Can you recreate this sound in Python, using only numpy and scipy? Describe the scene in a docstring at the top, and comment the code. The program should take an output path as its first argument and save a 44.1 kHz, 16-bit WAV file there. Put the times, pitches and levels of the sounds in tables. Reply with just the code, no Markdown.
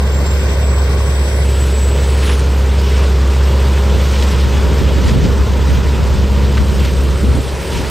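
"""A trailer leaf vacuum runs flat out beside a street, its hose swinging over a heap of dry leaves.
Engine and impeller drone at multiples of the shaft rate. Air rumbles in the hose, roars in the fan
housing, howls at the nozzle and whistles thinly. Leaves hiss and crackle, twigs knock in the duct.
The microphone pair starts wide, narrows on the machine, and catches gusts of wind."""
import sys
import numpy as np
from scipy import signal
from scipy.fft import rfft, irfft
from scipy.io import wavfile
from scipy.ndimage import uniform_filter1d, minimum_filter1d

SR = 44100
rng = np.random.default_rng(int(sys.argv[2]) if len(sys.argv) > 2 else 0)


def pcm_store(signal):
    """Save signal as 16-bit PCM."""
    levels = np.round(np.clip(np.atleast_2d(signal), -1, 1) * 32767)
    wavfile.write(sys.argv[1], SR, levels.astype(np.int16).T)


N = 348384
TIME_S = np.arange(N) / SR
NARROW_AT_S = 1.45

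# drone pitch, two beats a shaft turn, sagging under load: t/s, f/Hz
DRONE_HZ = [(0.0, 68.45), (2.22, 68.26), (2.5, 67.03), (2.85, 68), (3.15, 66.87), (3.5, 67.9), (4.5, 68.44),
            (5.63, 67.9), (7.2, 67.94)]
# brief moments when wind on the microphone swallows the drone: t/s, gain/dB
WIND_DIPS = [(.417, -7), (.544, -6), (1.307, -7), (5.146, -14), (5.268, -20), (5.479, -8), (5.838, -12),
             (6.16, -14), (6.277, -11), (6.945, -6), (7.196, -16), (7.358, -26), (7.643, -19), (7.76, -14)]
# engine tones: shaft order, level/dB
ENGINE_ORDERS = [(3, -42), (4, -35.5), (10, -42), (11, -37.5), (13, -39), (14, -39), (16, -41.5),
                 (17, -48.5), (18, -49), (28, -50.5)]
# sixth-order hum: t/s, level/dB
HUM_DB = [(0, -30.5), (1.2, -42), (2.8, -30), (3.25, -35.5), (4.3, -27), (5.1, -38.5), (6.6, -23),
          (7.3, -40.5)]
# impeller blade tone and its octave: shaft order, level/dB
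BLADE_ORDERS = [(12, -35.8), (24, -46.5)]

# noise spectra: f/Hz, relative density/dB
HOSE_SPECTRUM = [(20, -42), (36, -36), (52, -7), (80, 8.5), (145, 5), (185, -2.5), (280, -9), (500, -40)]
HOUSING_SPECTRUM = [(40, -5), (150, -2), (300, -2), (390, 3), (520, 0.5), (650, -6.5), (780, -7.5),
                    (1200, -8), (1450, -10), (2200, -18), (5000, -23.5), (15000, -79)]
HOWL_SPECTRUM = [(700, -52), (890, -2), (965, 0), (1030, -11.5), (1250, -31.5)]
RUSH_SPECTRUM = [(400, -4.5), (1100, -3.5), (1900, 0), (3100, 1.5), (4200, -2.5), (5500, -4), (7000, -8.5),
                 (9000, -9.5), (15000, -109)]
FIZZ_SPECTRUM = [(4000, -20), (7000, -8), (7900, 1.5), (9500, 3.5), (10500, 2), (12000, -2), (15500, -6)]
HISS_SPECTRUM = [(6000, -40), (7100, -14), (7800, 0), (8700, 0), (9500, -5), (11500, -14), (14000, -35)]
WIND_SPECTRUM = [(15, -48), (32, -21), (48, 5.5), (110, -1.5), (190, -3.5), (320, -13), (600, -22.5),
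                 (1500, -58), (4000, -67)]
# noise envelopes before modulation: t/s, level/dB
HOUSING_DB = [(0.0, -25), (1.38, -25.5), (5.0, -23.5), (6.1, -25), (7.9, -26)]
HOWL_DB = [(3.3, -41), (3.5, -37), (4.55, -35.5), (6.9, -39), (7.4, -49), (7.75, -34)]
RUSH_DB = [(0.0, -34), (1.41, -32), (2.2, -30.5), (2.55, -33), (4.4, -29), (5.3, -32), (7.55, -32.5),
           (7.9, -30)]
FIZZ_DB = [(0.0, -43), (1.78, -42.5), (3.32, -45), (4.25, -41), (5.74, -47.5), (6.38, -48), (6.84, -42.5),
           (7.9, -43)]
HISS_DB = [(0, -54), (2.0, -46), (3.2, -48), (6.1, -56), (6.7, -41.5), (7.9, -42)]

# leaf clumps pulled up the hose: peak t/s, build-up/s, gain/dB
CLUMPS = [(.42, 0.27, 2), (2.29, 0.077, 4), (2.97, 0.18, 3.5), (4.25, 0.17, 2), (5.08, 0.075, 3),
          (5.73, 0.09, 2.5), (6.85, 0.15, 2), (7.75, 0.062, 4)]
# gusts on the microphone: peak t/s, half-width/s, level/dB
GUSTS = [(.2, 0.42, -31), (3.97, 0.093, -22), (4.7, 0.59, -20.5), (5.13, 0.28, -12.5), (5.7, 0.46, -18.5),
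         (6.5, 1, -20), (7.31, 0.12, -13.5), (7.8, 0.093, -20.5)]
# main whistle, pitch: t/s, f/Hz
SQUEAL_HZ = [(.03, 7340), (.5, 7710), (.8, 7800), (1.7, 7762), (2.33, 7845)]
# main whistle, envelope: t/s, level/dB
SQUEAL_DB = [(.1, -48), (.15, -34.5), (.68, -38.5), (.78, -34.5), (.9, -49), (1.14, -38), (1.4, -41),
             (1.59, -34), (1.9, -35), (2.33, -49)]
# main whistle, breaks: t/s
SQUEAL_BREAKS_S = [.22, .365, .455, .585, 1.685]
# lesser whistles: start t/s, length/s, first f/Hz, last f/Hz, peak level/dB
GLIDES = [(.72, 1.5, 9700, 9860, -38.5), (1.98, .3, 9110, 9150, -41), (2.2, .18, 9130, 9220, -31),
          (2.37, .055, 8800, 8840, -35.5), (6.97, 1.3, 9850, 9800, -38.5)]
# twigs and clumps striking the duct: t/s, level/dB, t60/s, clatter f/Hz
KNOCKS = [(2.227, -22, .14, 1900), (2.291, -20.5, .13, 1900), (2.346, -28, .1, 3600),
          (2.391, -25.5, .08, 4000), (2.975, -29, .25, 2200), (3.026, -24, .12, 900),
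          (3.771, -24.5, .12, 1200), (4.223, -22, .055, 3600), (5.078, -23, .14, 3300),
          (5.236, -27, .18, 3800), (6.570, -17.8, .065, 2100), (6.846, -23.8, .13, 3400)]
# eddies within the gusts: t/s, level/dB, centre f/Hz
BUFFETS = [(4.992, -20, 294), (5.048, -15.5, 200), (5.118, -14, 140), (5.221, -15, 141), (7.24, -14.5, 185),
           (7.356, -12, 139), (7.382, -17, 257), (7.737, -26, 189), (7.802, -20, 270)]

# echoes off the truck's flank and the road: delay/s, signed gain
ECHOES = [(.0019, .15), (.00234, -.21)]
# wide pair: f/Hz, channel correlation, colour/dB, left minus right/dB
WIDE_PAIR = [(100, 0.96, 1, 0.5), (423, 1, -1, -2.5), (680, 0.57, 3, 0.5), (1290, 0.88, -0.5, 2.5),
             (2060, 0.49, 3.5, -6.5), (2920, -0.9, 0, -1.5), (4370, 1, -0.5, 8.5), (5300, 0.5, 2.5, 12),
             (6940, -0.58, 0, 6), (7800, 1, 1, 4), (14900, 1, -1, -2)]
# narrowed pair: f/Hz, channel correlation
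NARROW_PAIR = [(100, .98), (420, .94), (700, .8), (1100, .93), (1500, 1), (7400, 1), (8500, .93)]
# phase between the microphone ports: f/Hz, left lead/rad
PORT_PHASE_RAD = [(7500, 0), (7750, -.7), (8600, -1.1), (9100, -2.6), (9600, -3.1), (10600, -3.2),
                  (11200, -4.1), (12200, -5.2), (12550, -2 * np.pi), (14400, -2 * np.pi), (15500, -8.5)]
# balance of the ports: f/Hz, left minus right/dB
PORT_BALANCE_DB = [(400, -.4), (700, -2), (1100, .2), (2400, 0)]


def amp(db):
    """Decibels to gain."""
    return 10 ** (np.asarray(db) / 20)


def unit(x):
    """Scales to rms 1."""
    return x / np.sqrt(np.mean(x ** 2) + 1e-20)


def curve(table, x=TIME_S):
    """Interpolates a two-column table, by default over time."""
    table = np.array(table)
    return np.interp(x, table[:, 0], table[:, 1])


def at_hz(table, hz, column=1):
    """Interpolates a column on a log-frequency axis."""
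    table = np.array(table)
    return np.interp(np.log(hz + 1), np.log(table[:, 0] + 1), table[:, column])


def bell(at_s, half_width_s):
    """Gaussian swell of height 1."""
    return np.exp(-((TIME_S - at_s) / half_width_s) ** 2)


def add(mix, at_s, sound):
    """Mixes a sound in."""
    part = mix[round(at_s * SR):][:len(sound)]
    part += sound[:len(part)]


def noise(shape, spectrum):
    """White noise filtered by a spectrum in dB."""
    white = rng.standard_normal(shape)
    size = white.shape[-1]
    return irfft(rfft(white) * amp(at_hz(spectrum, np.fft.rfftfreq(size, 1 / SR))), size)


def wander(rate_hz, size=4096):
    """Smooth random drift of rms 1, rolling off above rate_hz."""
    hz = np.fft.rfftfreq(size, TIME_S[-1] / size)
    slow = irfft(rfft(rng.standard_normal(size)) / np.sqrt(1 + (hz / rate_hz) ** 4))
    return unit(np.interp(TIME_S, np.linspace(0, TIME_S[-1], size), slow))


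def echo_comb(t, hz, narrow_gain=0.4, narrow_stretch=1.08, drift=0.025):
    """Close echoes comb the air noise; the narrowed pair hears them weaker, later and drifting."""
    wide = (t < NARROW_AT_S)[:, None]
    stretch = np.where(wide, 1, narrow_stretch + drift * np.interp(t, TIME_S, wander(0.37))[:, None])
    echoes = sum(gain * np.exp(-2j * np.pi * hz * delay_s * stretch) for delay_s, gain in ECHOES)
    return abs(1 + np.where(wide, 1, narrow_gain) * echoes)


def air(spectrum, patchy_db, fft_size):
    """Turbulent noise of rms 1 with drifting spectral patches, as the two ports hear it."""
    hop = fft_size // 4
    t = np.arange(N // hop + 6) * hop / SR
    hz = np.fft.rfftfreq(fft_size, 1 / SR)
    mid_re, mid_im, side_re, side_im, patches = rng.standard_normal((5, len(t), len(hz)))
    patches = unit(uniform_filter1d(uniform_filter1d(patches, size=12, axis=0), size=12, axis=1))
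    wide = (t < NARROW_AT_S)[:, None]
    correlation = np.clip(np.where(wide, at_hz(WIDE_PAIR, hz), at_hz(NARROW_PAIR, hz)), -1, 1)
    mid = np.sqrt(1 + correlation) * (mid_re + 1j * mid_im)
    side = np.sqrt(1 - correlation) * (side_re + 1j * side_im)
    lean = amp(wide * at_hz(WIDE_PAIR, hz, column=3))
    bins = np.array([(mid + side) * lean, mid - side]) / np.hypot(lean, 1)
    colour_db = at_hz(spectrum, hz) + wide * at_hz(WIDE_PAIR, hz, column=2) + patchy_db * patches
    bins *= echo_comb(t, hz) * amp(colour_db)
    _, pair = signal.istft(bins, nperseg=fft_size, noverlap=fft_size - hop, time_axis=1, freq_axis=2)
    return unit(pair[:, :N])


def shaft_angle(jitter=0.0018):
    """Shaft angle in rad, slightly unsteady under load."""
    shaft_hz = curve(DRONE_HZ) / 2 * (1 + jitter * wander(6))
    return 2 * np.pi * np.cumsum(shaft_hz) / SR


def bass_drop_db(at_s=7.34, fall_s=0.11, depth_db=-8.5):
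    """Near the end the bass drops away and stays low."""
    return depth_db * np.clip((TIME_S - at_s) / fall_s, 0, 1)


def drone(angle, base_db=-12, swell_db=1.6, flutter_db=0.4, sway_rad=0.11):
    """Deep beat, twice a turn, swelling once; wind on the microphone briefly swallows it."""
    dips_db = sum(db * bell(at_s, half_width_s=0.01) for at_s, db in WIND_DIPS)
    level_db = base_db + swell_db * bell(at_s=3.2, half_width_s=0.86) + dips_db + bass_drop_db()
    level = amp(level_db - flutter_db * wander(25))
    return np.sqrt(2) * level * np.cos(2 * angle + sway_rad * wander(10))


def engine(angle, waver_db=2.5, smear_rad=0.016):
    """Shaft orders waver in level and phase; the sixth swells and fades as a hum."""
    tones = np.zeros(N)
    for order, db in ENGINE_ORDERS:
        level = amp(db + waver_db * wander(4.2))
        unsteady = angle + smear_rad * wander(9)
        tones += level * np.cos(order * unsteady + 2 * np.pi * rng.random())
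    hum = amp(curve(HUM_DB) + bass_drop_db()) * np.cos(6 * angle)
    return np.sqrt(2) * (tones + hum)


def blades(angle, waver_db=2.0, smear_rad=0.016):
    """Impeller blades pass the outlet in a hollow, wavering tone."""
    unsteady = angle + smear_rad * wander(6)
    tones = sum(amp(db + waver_db * wander(1.4)) * np.cos(order * unsteady) for order, db in BLADE_ORDERS)
    return np.sqrt(2) * tones


def throb(angle, depth):
    """Gain pulsing in step with the drone."""
    return 1 + depth * np.cos(2 * angle)


def hose(angle, base_db=-22.5, drop_share=0.99):
    """Air rumbles in the hose, throbbing and dropping away with the drone."""
    level = amp(base_db + drop_share * bass_drop_db())
    return air(HOSE_SPECTRUM, patchy_db=1.06, fft_size=2048) * level * throb(angle, depth=0.044)


def housing(angle):
    """Air roars in the fan housing, chopped in step with the drone."""
    roar = air(HOUSING_SPECTRUM, patchy_db=1.0, fft_size=1024)
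    return roar * amp(curve(HOUSING_DB)) * throb(angle, depth=0.08)


def howl():
    """Air drawn over the nozzle excites a breathy resonance."""
    return air(HOWL_SPECTRUM, patchy_db=1.5, fft_size=1024) * amp(curve(HOWL_DB))


def clumps_db(clear_ratio=0.52):
    """Each clump builds up in the hose and clears faster."""
    return sum(db * bell(at_s, np.where(TIME_S < at_s, build_s, clear_ratio * build_s))
               for at_s, build_s, db in CLUMPS)


def leaves(angle, flicker_db=0.84, fizz_share=0.96):
    """Leaves scour the duct in clumps: a rush with fine fizz on top."""
    surge_db = clumps_db()
    rush = air(RUSH_SPECTRUM, patchy_db=1.42, fft_size=512) * amp(curve(RUSH_DB) + surge_db)
    fizz = air(FIZZ_SPECTRUM, patchy_db=4.0, fft_size=512) * amp(curve(FIZZ_DB) + fizz_share * surge_db)
    return (rush + fizz) * amp(flicker_db * wander(29)) * throb(angle, depth=0.017)


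def crackle(snaps_per_s=500, spread_db=4, re_rush_db=-12.5, pitches=24):
    """Dry scraps snap against the duct wall, each a grain of a few cycles."""
    strength = amp(spread_db * np.minimum(rng.exponential(1, N), 4))
    snaps = strength * (rng.random(N) < snaps_per_s / SR)
    pitch_index = rng.integers(0, pitches, N)
    out, t = np.zeros(N), np.arange(256) / SR
    for index, hz in enumerate(np.geomspace(1600, 7500, pitches)):
        grain = np.sin(2 * np.pi * hz * t) * np.exp(-hz * t / 2)
        out += signal.oaconvolve(snaps * (pitch_index == index), grain)[:N]
    return unit(out) * amp(curve(RUSH_DB) + clumps_db() + re_rush_db)


def hiss():
    """Fast air hisses in a band around the whistles."""
    return air(HISS_SPECTRUM, patchy_db=3.5, fft_size=512) * amp(curve(HISS_DB))


def wind(breeze_db=-50, lump_db=3.0, width=0.69):
    """Lumpy gusts add their power to a light breeze, partly different at each port."""
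    mid, side = noise((2, N), WIND_SPECTRUM)
    pair = unit(np.array([mid + width * side, mid - width * side]))
    gust_power = sum((amp(db) * bell(at_s, half_width_s)) ** 2 for at_s, half_width_s, db in GUSTS)
    lumps = unit(amp(lump_db * wander(16)))
    return pair * np.sqrt(amp(breeze_db) ** 2 + gust_power) * lumps


def whistle(hz, level, jitter_hz=11, flicker_db=2.0, octave_db=-14):
    """Thin, flickering tone of fast air with a weak octave."""
    phase = 2 * np.pi * np.cumsum(hz + jitter_hz * wander(49)) / SR
    tone = np.sin(phase) + amp(octave_db) * np.sin(2 * phase)
    return np.sqrt(2) * level * amp(flicker_db * wander(38)) * tone


def squeal(fade_s=0.035, break_db=-11):
    """The main whistle stutters, climbs and levels off."""
    start_s, end_s = SQUEAL_HZ[0][0], SQUEAL_HZ[-1][0]
    gate = np.clip(np.minimum(TIME_S - start_s, end_s - TIME_S) / fade_s, 0, 1)
    breaks_db = break_db * sum(bell(at_s, half_width_s=0.032) for at_s in SQUEAL_BREAKS_S)
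    return whistle(curve(SQUEAL_HZ), gate * amp(curve(SQUEAL_DB) + breaks_db))


def glides():
    """Lesser whistles swell and fade as their pitch slides."""
    out = np.zeros(N)
    for start_s, length_s, first_hz, last_hz, db in GLIDES:
        progress = np.clip((TIME_S - start_s) / length_s, 0, 1)
        out += whistle(first_hz + (last_hz - first_hz) * progress, amp(db) * np.sin(np.pi * progress))
    return out


def knocks(low_db=-18, high_db=-9, crunch_db=3.0, crunch_hz=220, rise_share=0.033):
    """Short, crunchy knocks in the steel duct, each with a quick attack and decay."""
    out, t = np.zeros(N), np.arange(SR // 4) / SR
    for at_s, db, t60_s, hz in KNOCKS:
        duct = [(hz / 6, low_db), (hz / 2, 0), (hz, 0), (hz * 2, high_db), (hz * 6, 4 * high_db)]
        crunch = amp(crunch_db * unit(noise(len(t), [(crunch_hz, 0), (2 * crunch_hz, -60)])))
        rise_s = rise_share * t60_s
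        envelope = np.minimum(t / rise_s, 1) * amp(db - 60 * np.maximum(t - rise_s, 0) / t60_s)
        add(out, at_s, unit(noise(len(t), duct) * crunch) * envelope)
    return out


def buffets(half_width_s=0.012, below_db=-22, above_db=-15, far_db=-56):
    """Eddies thump on the microphone in short bursts of low turbulence."""
    out, t = np.zeros(N), np.arange(-SR // 10, SR // 10) / SR
    envelope = np.exp(-(t / half_width_s) ** 2)
    for at_s, db, hz in BUFFETS:
        eddy = [(hz / 6, far_db), (hz / 2, below_db), (hz, 0),
                (hz * 2, above_db), (hz * 6, far_db), (hz * 20, 2 * far_db)]
        burst = noise(len(t), eddy) * envelope
        add(out, at_s + t[0], amp(db) * burst * np.linalg.norm(envelope) / np.linalg.norm(burst))
    return out


def scene():
    """The machine stands straight ahead; its air noise spreads around it."""
    angle = shaft_angle()
    machine = drone(angle) + engine(angle) + blades(angle)
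    centre = machine + crackle() + knocks() + squeal() + glides() + buffets()
    return centre + hose(angle) + housing(angle) + howl() + leaves(angle) + hiss() + wind()


def record(dry):
    """Port mismatch in level and treble phase, peak limiter, low-pass."""
    ceiling, cutoff_hz = 0.93, 15750
    hz = np.fft.rfftfreq(N, 1 / SR)
    left_response = np.exp(0.5j * curve(PORT_PHASE_RAD, hz)) * amp(at_hz(PORT_BALANCE_DB, hz) / 2)
    pair = irfft(rfft(dry) * np.array([left_response, 1 / left_response]), N)
    allowed_gain = ceiling / np.maximum(abs(pair).max(axis=0), ceiling)
    limited = pair * uniform_filter1d(minimum_filter1d(allowed_gain, size=401), size=401)
    lowpass = signal.firwin(511, cutoff_hz, window=("kaiser", 9), fs=SR)
    return signal.oaconvolve(limited, lowpass[None], "same")


dry = scene()
out = record(dry)
pcm_store(out)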